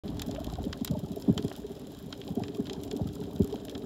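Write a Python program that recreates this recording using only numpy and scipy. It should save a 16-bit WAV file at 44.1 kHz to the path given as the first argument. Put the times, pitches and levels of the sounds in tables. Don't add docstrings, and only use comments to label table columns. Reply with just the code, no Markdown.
import sys
import numpy as np
from scipy import signal
from scipy.fft import rfft, irfft
from scipy.io import wavfile
from scipy.ndimage import uniform_filter1d

SR = 44100
rng = np.random.default_rng(int(sys.argv[2]) if len(sys.argv) > 2 else 0)


def dump_mix(stems):
    frames = np.atleast_2d(stems).T
    limited = np.clip(frames, -1, 1)
    pcm = np.round(limited * 32767).astype(np.int16)
    wavfile.write(sys.argv[1], SR, pcm)


def rack_gain(trim_db):
    fader = np.asarray(trim_db, float)
    return 10 ** (fader / 20)


N = 169785


# peak_s [s] (time of the bubble's peak), peak_db [dB], pitch_hz [Hz], length_ms [ms]
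BIG_BUBBLES = [(0.097, -29, 247.2, 15), (0.2986, -27.5, 227, 10.5), (0.4755, -28, 254, 10.43),
               (0.606, -28, 265, 6.5), (0.67, -25.5, 252.4, 14), (0.8192, -22, 231.6, 11),
               (0.903, -22, 224, 6), (0.912, -18, 177.2, 15), (0.938, -24.5, 186, 11.7),
               (0.9746, -24, 207, 11.5), (1.0369, -25, 168, 17), (1.1127, -25, 198, 17.5),
               (1.2868, -12.5, 243.4, 8), (1.2993, -11.5, 207.5, 11.4), (1.314, -19.5, 233, 7),
               (1.329, -27, 189, 7), (1.3705, -23, 183, 7.6), (1.3963, -23.5, 240, 6.7),
               (1.4514, -20, 190.4, 8.5), (2.0667, -29, 209.6, 7.7), (2.3094, -25, 191.2, 21),
               (2.3773, -19, 238.7, 14), (2.42, -21, 206.6, 5.77), (2.5995, -20.5, 236.4, 13.5),
               (2.782, -27.5, 178, 9.9), (2.9368, -30, 205, 18.4), (2.962, -28.5, 267, 24),
               (3.017, -18, 168, 7.6), (3.059, -23.5, 202, 6.5), (3.0907, -26.5, 186, 7.5),
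               (3.2171, -27, 203.5, 11.3), (3.246, -30, 197, 8), (3.359, -28.5, 183, 9.2),
               (3.4071, -12, 195.8, 8.6), (3.4164, -19, 149.6, 6.93), (3.444, -26.5, 237, 11),
               (3.5509, -27.5, 255, 16)]


def gulps():
    throbs = bubbles(BIG_BUBBLES, sag_octaves=0.603)

    heaves = []
    for start_s, peak_db, pitch_hz, _ in BIG_BUBBLES:
        heave_db = peak_db - 10.5 - 12 * np.log2(pitch_hz / 200)
        heaves.append((start_s + 0.0106, heave_db, 0.52 * pitch_hz, 23))

    shake = np.abs(uniform_filter1d(np.abs(throbs), 260)) ** 0.87
    froth = coloured(shake * rng.standard_normal(N), 249, 930)
    froth_level = np.std(throbs) * rack_gain(-11.5)
    return throbs + bubbles(heaves, sag_octaves=0.315) + froth * froth_level


# peak_s [s] (time of the bubble's peak),
# peak_db [dB], pitch_hz [Hz], length_ms [ms]
SMALL_BUBBLES = [(0.2953, -31, 640, 6.7), (0.3872, -28.5, 626, 9.3), (0.4179, -34, 661.0, 8.4),
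                 (0.503, -50, 1200, 6.8), (0.5308, -35.5, 719, 6.9), (0.5893, -31, 724, 7.7),
                 (0.9181, -33.5, 604, 17), (0.955, -38, 871, 10.3), (0.9557, -33.5, 620, 16),
                 (1.1739, -35.5, 644, 12.2), (1.2813, -35, 656, 4.6), (1.294, -31.5, 580, 4.6),
                 (1.361, -40, 640, 5.7), (1.445, -34, 606, 4), (1.5163, -32, 705, 3.4),
                 (2.291, -41, 802, 12), (2.385, -38, 711, 23), (2.4042, -32.5, 776, 5),
                 (2.595, -44, 683, 5), (2.9959, -35.5, 805, 3.2), (3.0112, -29.5, 652, 3.1),
                 (3.4, -36.5, 579, 9.7), (3.5426, -29.5, 733, 2.5), ]


def pops():
    return bubbles(SMALL_BUBBLES, sag_octaves=0.059)


# peak_s [s] (time of the hum's peak), peak_db [dB], length_ms [ms]
KNOCKS = [(0.6567, -36, 24), (1.1721, -31, 17.2), (1.2836, -26.5, 9), (1.3957, -31, 15.2),
          (1.4499, -32, 13.7), (1.517, -35, 15), (1.6494, -29, 17), (2.3772, -29, 39.52), (2.5884, -29, 61),
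          (2.712, -33.5, 18), (2.938, -28, 15), (3.1948, -32, 46), (3.2807, -35.5, 20.0),
          (3.4056, -19.5, 14), (3.4505, -30.5, 25), (3.531, -26.5, 20.1), (3.727, -35, 32)]


def housing_hum():
    hums = []
    for (start_s, peak_db, length_ms), chance in zip(KNOCKS, rng.random(len(KNOCKS))):
        pitch_hz = 423 * (1 - 0.0584 * chance)
        hums.append((start_s, peak_db, pitch_hz, length_ms))
    return bubbles(hums, sag_octaves=0.0626)


# mid_s [s] (time of the snap's middle; it begins half a length earlier), peak_db [dB],
# centre_hz [Hz], length_ms [ms]
NEAR_SNAPS = [
    (0.2202, -29, 5950, 4.3),
    (0.7296, -28.5, 3340, 4.2),
    (0.8488, -25, 9500, 3.4),
    (0.8775, -32, 3800, 4.6),
    (1.3785, -25.5, 3600, 2.85),
    (2.1276, -31.5, 3030, 3.4),
    (2.9146, -33.5, 3900, 4),
    (3.752, -36.5, 2700, 5.7),
]


def near_shrimp():
    return snaps(NEAR_SNAPS, body_octaves=2.7, thud_db=6.0)


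# mid_s [s] (time of the
# snap's middle; it begins half a length earlier), peak_db [dB], centre_hz [Hz]
FARTHER_SNAPS = [(0.196, -32.5, 4100), (0.313, -37, 4830), (0.362, -39, 1500), (0.445, -37, 6440),
                 (0.4683, -41.5, 4230), (0.5552, -40.6, 4060), (0.641, -39, 3530), (0.913, -40.5, 6330),
                 (1.1617, -41, 9500), (1.2231, -40.5, 4960), (1.4818, -40, 4850), (1.516, -36.5, 1530),
                 (1.555, -40.5, 3249.0), (2.2159, -35, 3170), (2.2786, -38.5, 4135.0), (2.437, -34.5, 3130),
                 (2.483, -39, 3220), (2.5488, -41.5, 4300), (2.6569, -42, 3280), (2.6696, -37.5, 3433.0),
                 (2.6979, -32, 2980), (2.7331, -36.5, 4900), (2.8358, -38.5, 7000), (2.84, -43, 3723.0),
                 (3.362, -42.5, 4356.0), (3.446, -39.5, 8460), (3.5265, -40.5, 3894.0),
                 (3.558, -40.5, 3593.0), (3.652, -40, 7000), (3.6968, -36.5, 3900),
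                 (0.0794, -41.5, 3240), (0.2644, -45.5, 5720), (0.2737, -48, 10130), (0.2866, -45.0, 4310),
               (0.3496, -41.5, 4480), (0.4031, -44.5, 6220), (0.5007, -43, 4020), (0.5373, -42, 4360),
               (0.6317, -46, 7660), (0.653, -46, 7340), (0.776, -47, 6410), (0.8595, -45.0, 5240),
               (0.993, -43, 8400), (1.1194, -45, 8430), (1.2, -47, 9230), (1.3275, -48.0, 9400),
               (1.4264, -41.5, 4630), (1.4438, -48, 6000), (1.4497, -43.5, 5570), (1.497, -51, 8240),
               (1.5016, -45.5, 5630), (1.5272, -45, 6250), (1.5648, -41.5, 7760), (1.7968, -49.0, 7430),
               (1.8179, -51, 6650), (1.8711, -46.5, 6600), (1.949, -45.5, 5130), (1.9898, -47, 7450),
               (2.0274, -50.5, 8940), (2.2925, -48, 8080), (2.3567, -46, 5200), (2.572, -47, 7150),
               (2.85, -48, 10320), (2.929, -47, 8110), (2.9661, -41.5, 6170), (2.973, -45, 8450),
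               (3.0744, -45.0, 5240), (3.089, -42.5, 3740), (3.1314, -50.0, 10380), (3.1553, -43, 9470),
               (3.238, -47.5, 9290), (3.3336, -48.5, 10260), (3.3821, -53, 3900), (3.396, -47, 12240),
               (3.4213, -42.5, 6880), (3.434, -47.5, 8710), (3.476, -43.5, 5840), (3.5028, -46.5, 4940),
               (3.5401, -58, 6030), (3.5469, -51, 10790), (3.6836, -38, 2750), (3.7798, -44, 5710)]


def farther_shrimp():
    rows = [(*row, 2.398) for row in FARTHER_SNAPS]
    return snaps(rows, body_octaves=1.74)


def tumbling(swirl_db):
    out = np.zeros(N)
    # low edge (Hz), high edge (Hz), level (dB), dB gained per dB of swirl
    sizes = (
        (38, 62, -10.0, 1.39),
        (106, 370, -1.76, 0.74),
        (348, 640, -2.0, -1.1),
        (524, 1900, -15.0, 1.17),
    )
    for lo_hz, hi_hz, level_db, swirl_share in sizes:
        grain_ms = 1000 * 1.26 / hi_hz
        grains_per_s = 300 * np.sqrt(hi_hz / 500)
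        grains = patter(grains_per_s, 1.5, grain_ms)
        wobble_db = 2.35 * min(hi_hz / 600, 1) * walk(7.17)
        layer = coloured(grains * rack_gain(wobble_db), lo_hz, hi_hz)
        out += layer * rack_gain(level_db + swirl_share * swirl_db)
    return out


def fizz(swirl_db):
    chance = rng.random((260, 4))
    start_s = chance[:, 0] * N / SR
    lowest_hz = 516
    pitch_hz = lowest_hz * 2 ** (1.81 * chance[:, 1] ** 1.32)
    level_db = 2 - 7 * np.log2(pitch_hz / lowest_hz) - 12 * chance[:, 2]
    level_db += 0.35 * np.interp(start_s, np.arange(N) / SR, swirl_db)
    length_ms = 1000 * 5.6 * (0.5 + chance[:, 3]) / pitch_hz
    return bubbles(np.c_[start_s, level_db, pitch_hz, length_ms], sag_octaves=-0.078)


# start_s [s], level_db [dB]
CHURN_LEVEL = [
    (.04, -42),
    (.8, -40.5),
    (1.5, -40.5),
    (1.8, -41.5),
    (2.05, -43),
    (2.3, -40.5),
    (2.9, -38.5),
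    (3.2, -39.5),
    (3.85, -39.5),
]


def churn():
    t = np.arange(N) / SR
    swirl_db = 9.5 * np.clip((0.807 - t) / 0.1, 0, 1)
    surge_db = np.interp(t, *np.transpose(CHURN_LEVEL)) - 2
    return (tumbling(swirl_db) + fizz(swirl_db)) * rack_gain(surge_db)


def reef():
    chance = rng.random((330, 4))
    start_s = chance[:, 0] * N / SR
    peak_db = -57 - 6 * np.log(chance[:, 1] + 0.2)
    centre_hz = 2600 * 2 ** (2.4 * chance[:, 2] ** 1.3)
    length_ms = 1.3 + 3 * chance[:, 3]
    far = snaps(np.c_[start_s, peak_db, centre_hz, length_ms], body_octaves=1.3)

    crowd = coloured(patter(510, 1, 8), 1320, 13500)
    hiss = coloured(rng.standard_normal(N), 1640, 34000)
    crowd_level = rack_gain(-61.5 + walk(1.65))
    hiss_level = rack_gain(-65 + 1.2 * walk(24.9))
    return far + crowd_level * crowd + hiss_level * hiss


def bubbles(rows, sag_octaves):
    out = np.zeros(N)
    for (start_s, peak_db, pitch_hz, length_ms), phase in zip(rows, rng.random(len(rows))):
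        n = length_ms * SR / 1000
        u = np.arange(-int(2 * n), int(4 * n)) / n
        rise = min(0.41, 3.93 / length_ms)
        swell = np.exp(-0.5 * (u / rise) ** 2)
        fade = 1 / np.cosh(u / 0.63 * 2)
        envelope = np.where(u < 0, swell, fade)
        hz = pitch_hz * 2 ** (-sag_octaves * np.clip(u, -2, 2))
        throb = np.sin(2 * np.pi * (phase + np.cumsum(hz) / SR))
        add(out, int(start_s * SR - 2 * n), rack_gain(peak_db) * envelope * throb)
    return out


def snaps(rows, body_octaves, thud_db=0):
    out = np.zeros(N)
    size = 2048
    hz = np.arange(size // 2 + 1) * SR / size + 1
    t_ms = np.arange(size) * 1000 / SR - 5
    late_ms = np.clip(t_ms, 0, None)
    housing = rack_gain(colour_db(hz) - table(hz, WATER_TONE))
    thud = rack_gain(thud_db / (1 + np.log2(hz / 1000) ** 4))
    high = 1 / (1 + (6300 / hz) ** 2)
    dull = 1 / (1 + (hz / 5000) ** 2)

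    for (start_s, peak_db, centre_hz, length_ms), noise in zip(rows, rng.standard_normal((len(rows), size))):
        octaves = np.log2(hz / centre_hz)
        spread = np.where(octaves < 0, body_octaves, 0.89)
        tint = causal(housing * thud * rack_gain(-6 * (octaves / spread) ** 2))

        u = late_ms / length_ms
        burst = rfft(noise * np.minimum((u * 1.39) ** 2, 1) * np.exp(-u ** 2 * 1.2))
        crack = rfft(noise * (t_ms > 0) * np.exp(-u / 0.29))
        echo = dull * rfft(noise * np.minimum(u, 1) * np.exp(-late_ms / 10.2))
        snap = irfft(((1 - high) * burst + 1.4 * high * crack + rack_gain(-13) * echo) * tint)

        loudest = np.sqrt(uniform_filter1d(snap ** 2, 60).max())
        at = int((start_s - length_ms / 2000 - 0.005) * SR)
        add(out, at, snap * rack_gain(peak_db - 3) / loudest)
    return out


def patter(rate_per_s, scatter_db, length_ms):
    chance = rng.random((4000, 2))
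    at = (np.cumsum(-np.log(chance[:, 0])) / rate_per_s * SR).astype(int)
    inside = at < N
    hits = np.zeros(N)
    np.add.at(hits, at[inside], rack_gain(-2 * scatter_db * np.log(chance[inside, 1] + 0.03)))
    u = np.arange(int(6 * length_ms * SR / 1000)) * 2000 / SR / length_ms
    swell = u ** 0.5 * np.exp(-u)
    power = np.abs(signal.fftconvolve(hits, swell)[:N])
    return rng.standard_normal(N) * np.sqrt(power / power.mean())


# pitch_hz [Hz], level_db [dB per Hz]
WATER_TONE = [
    (28, -31.5),
    (55, -4),
    (200, -4),
    (700, -17.5),
    (1200, -30.5),
    (2200, -39),
    (8000, -47.5),
    (16000, -54.5),
]
# pitch_hz [Hz], width_hz [Hz], boost_db [dB]
HOUSING_PEAKS = [(290.3, 53, 9.5), (337.5, 34, -14.5), (399.5, 74, 9.5), (514, 42, -12), (2160, 320, -4),
                 (3200, 350, 7.5), (3840, 1130, 8.5), (4360, 87, -7), (5140, 280, 6), (7240, 490, 8.5),
                 (8470, 590, -7.5), (13600, 6900, 8)]


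def colour_db(hz):
    level_db = table(hz, WATER_TONE)
    for pitch_hz, width_hz, boost_db in HOUSING_PEAKS:
        level_db = level_db + boost_db / (1 + (2 * (hz - pitch_hz) / width_hz) ** 2)
    return level_db


def coloured(x, lo_hz, hi_hz):
    size = 8192
    hz = np.arange(size // 2 + 1) * SR / size
    lows = 1 + (lo_hz / (hz + 1)) ** 4
    highs = 1 + (hz / hi_hz) ** 4
    gain = rack_gain(colour_db(hz)) / np.sqrt(lows * highs)
    ringing = irfft(causal(gain))[:size // 2]
    y = signal.fftconvolve(x, ringing)[:N]
    return y / np.std(y)


def causal(gain):
    c = irfft(np.log(gain + 1e-9))
    half = len(c) // 2
    c[1:half] *= 2
    c[half + 1:] = 0
    return np.exp(rfft(c))


def table(hz, points):
    points = np.array(points, float)
    return np.interp(np.log(hz + 1), np.log(points[:, 0]), points[:, 1])


def walk(rate_hz):
    k = int(SR / rate_hz)
    drift = np.repeat(rng.standard_normal(N // k + 1), k)
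    drift = uniform_filter1d(uniform_filter1d(drift, k), k)[:N]
    return drift / np.std(drift)


def add(out, at, piece):
    first = max(at, 0)
    out[first:at + len(piece)] += piece[first - at:N - at]


def scene():
    air = gulps() + pops() + housing_hum()
    shrimp = near_shrimp() + farther_shrimp()
    return (air + shrimp + churn() + reef())[None]


def low_pass(x):
    return signal.sosfilt(signal.butter(12, 16820, fs=SR, output="sos"), x)


def record(dry):
    fade_in = np.clip((np.arange(N) / SR - 0.036) / 0.0007, 0, 1)
    no_top = signal.cheby1(8, 1, 15750, fs=SR, output="sos")
    no_bass = signal.butter(2, 36, "high", fs=SR, output="sos")
    cut = signal.sosfilt(no_bass, signal.sosfilt(no_top, dry))
    return low_pass(cut * fade_in)


dry = scene()
out = record(dry)
dump_mix(out)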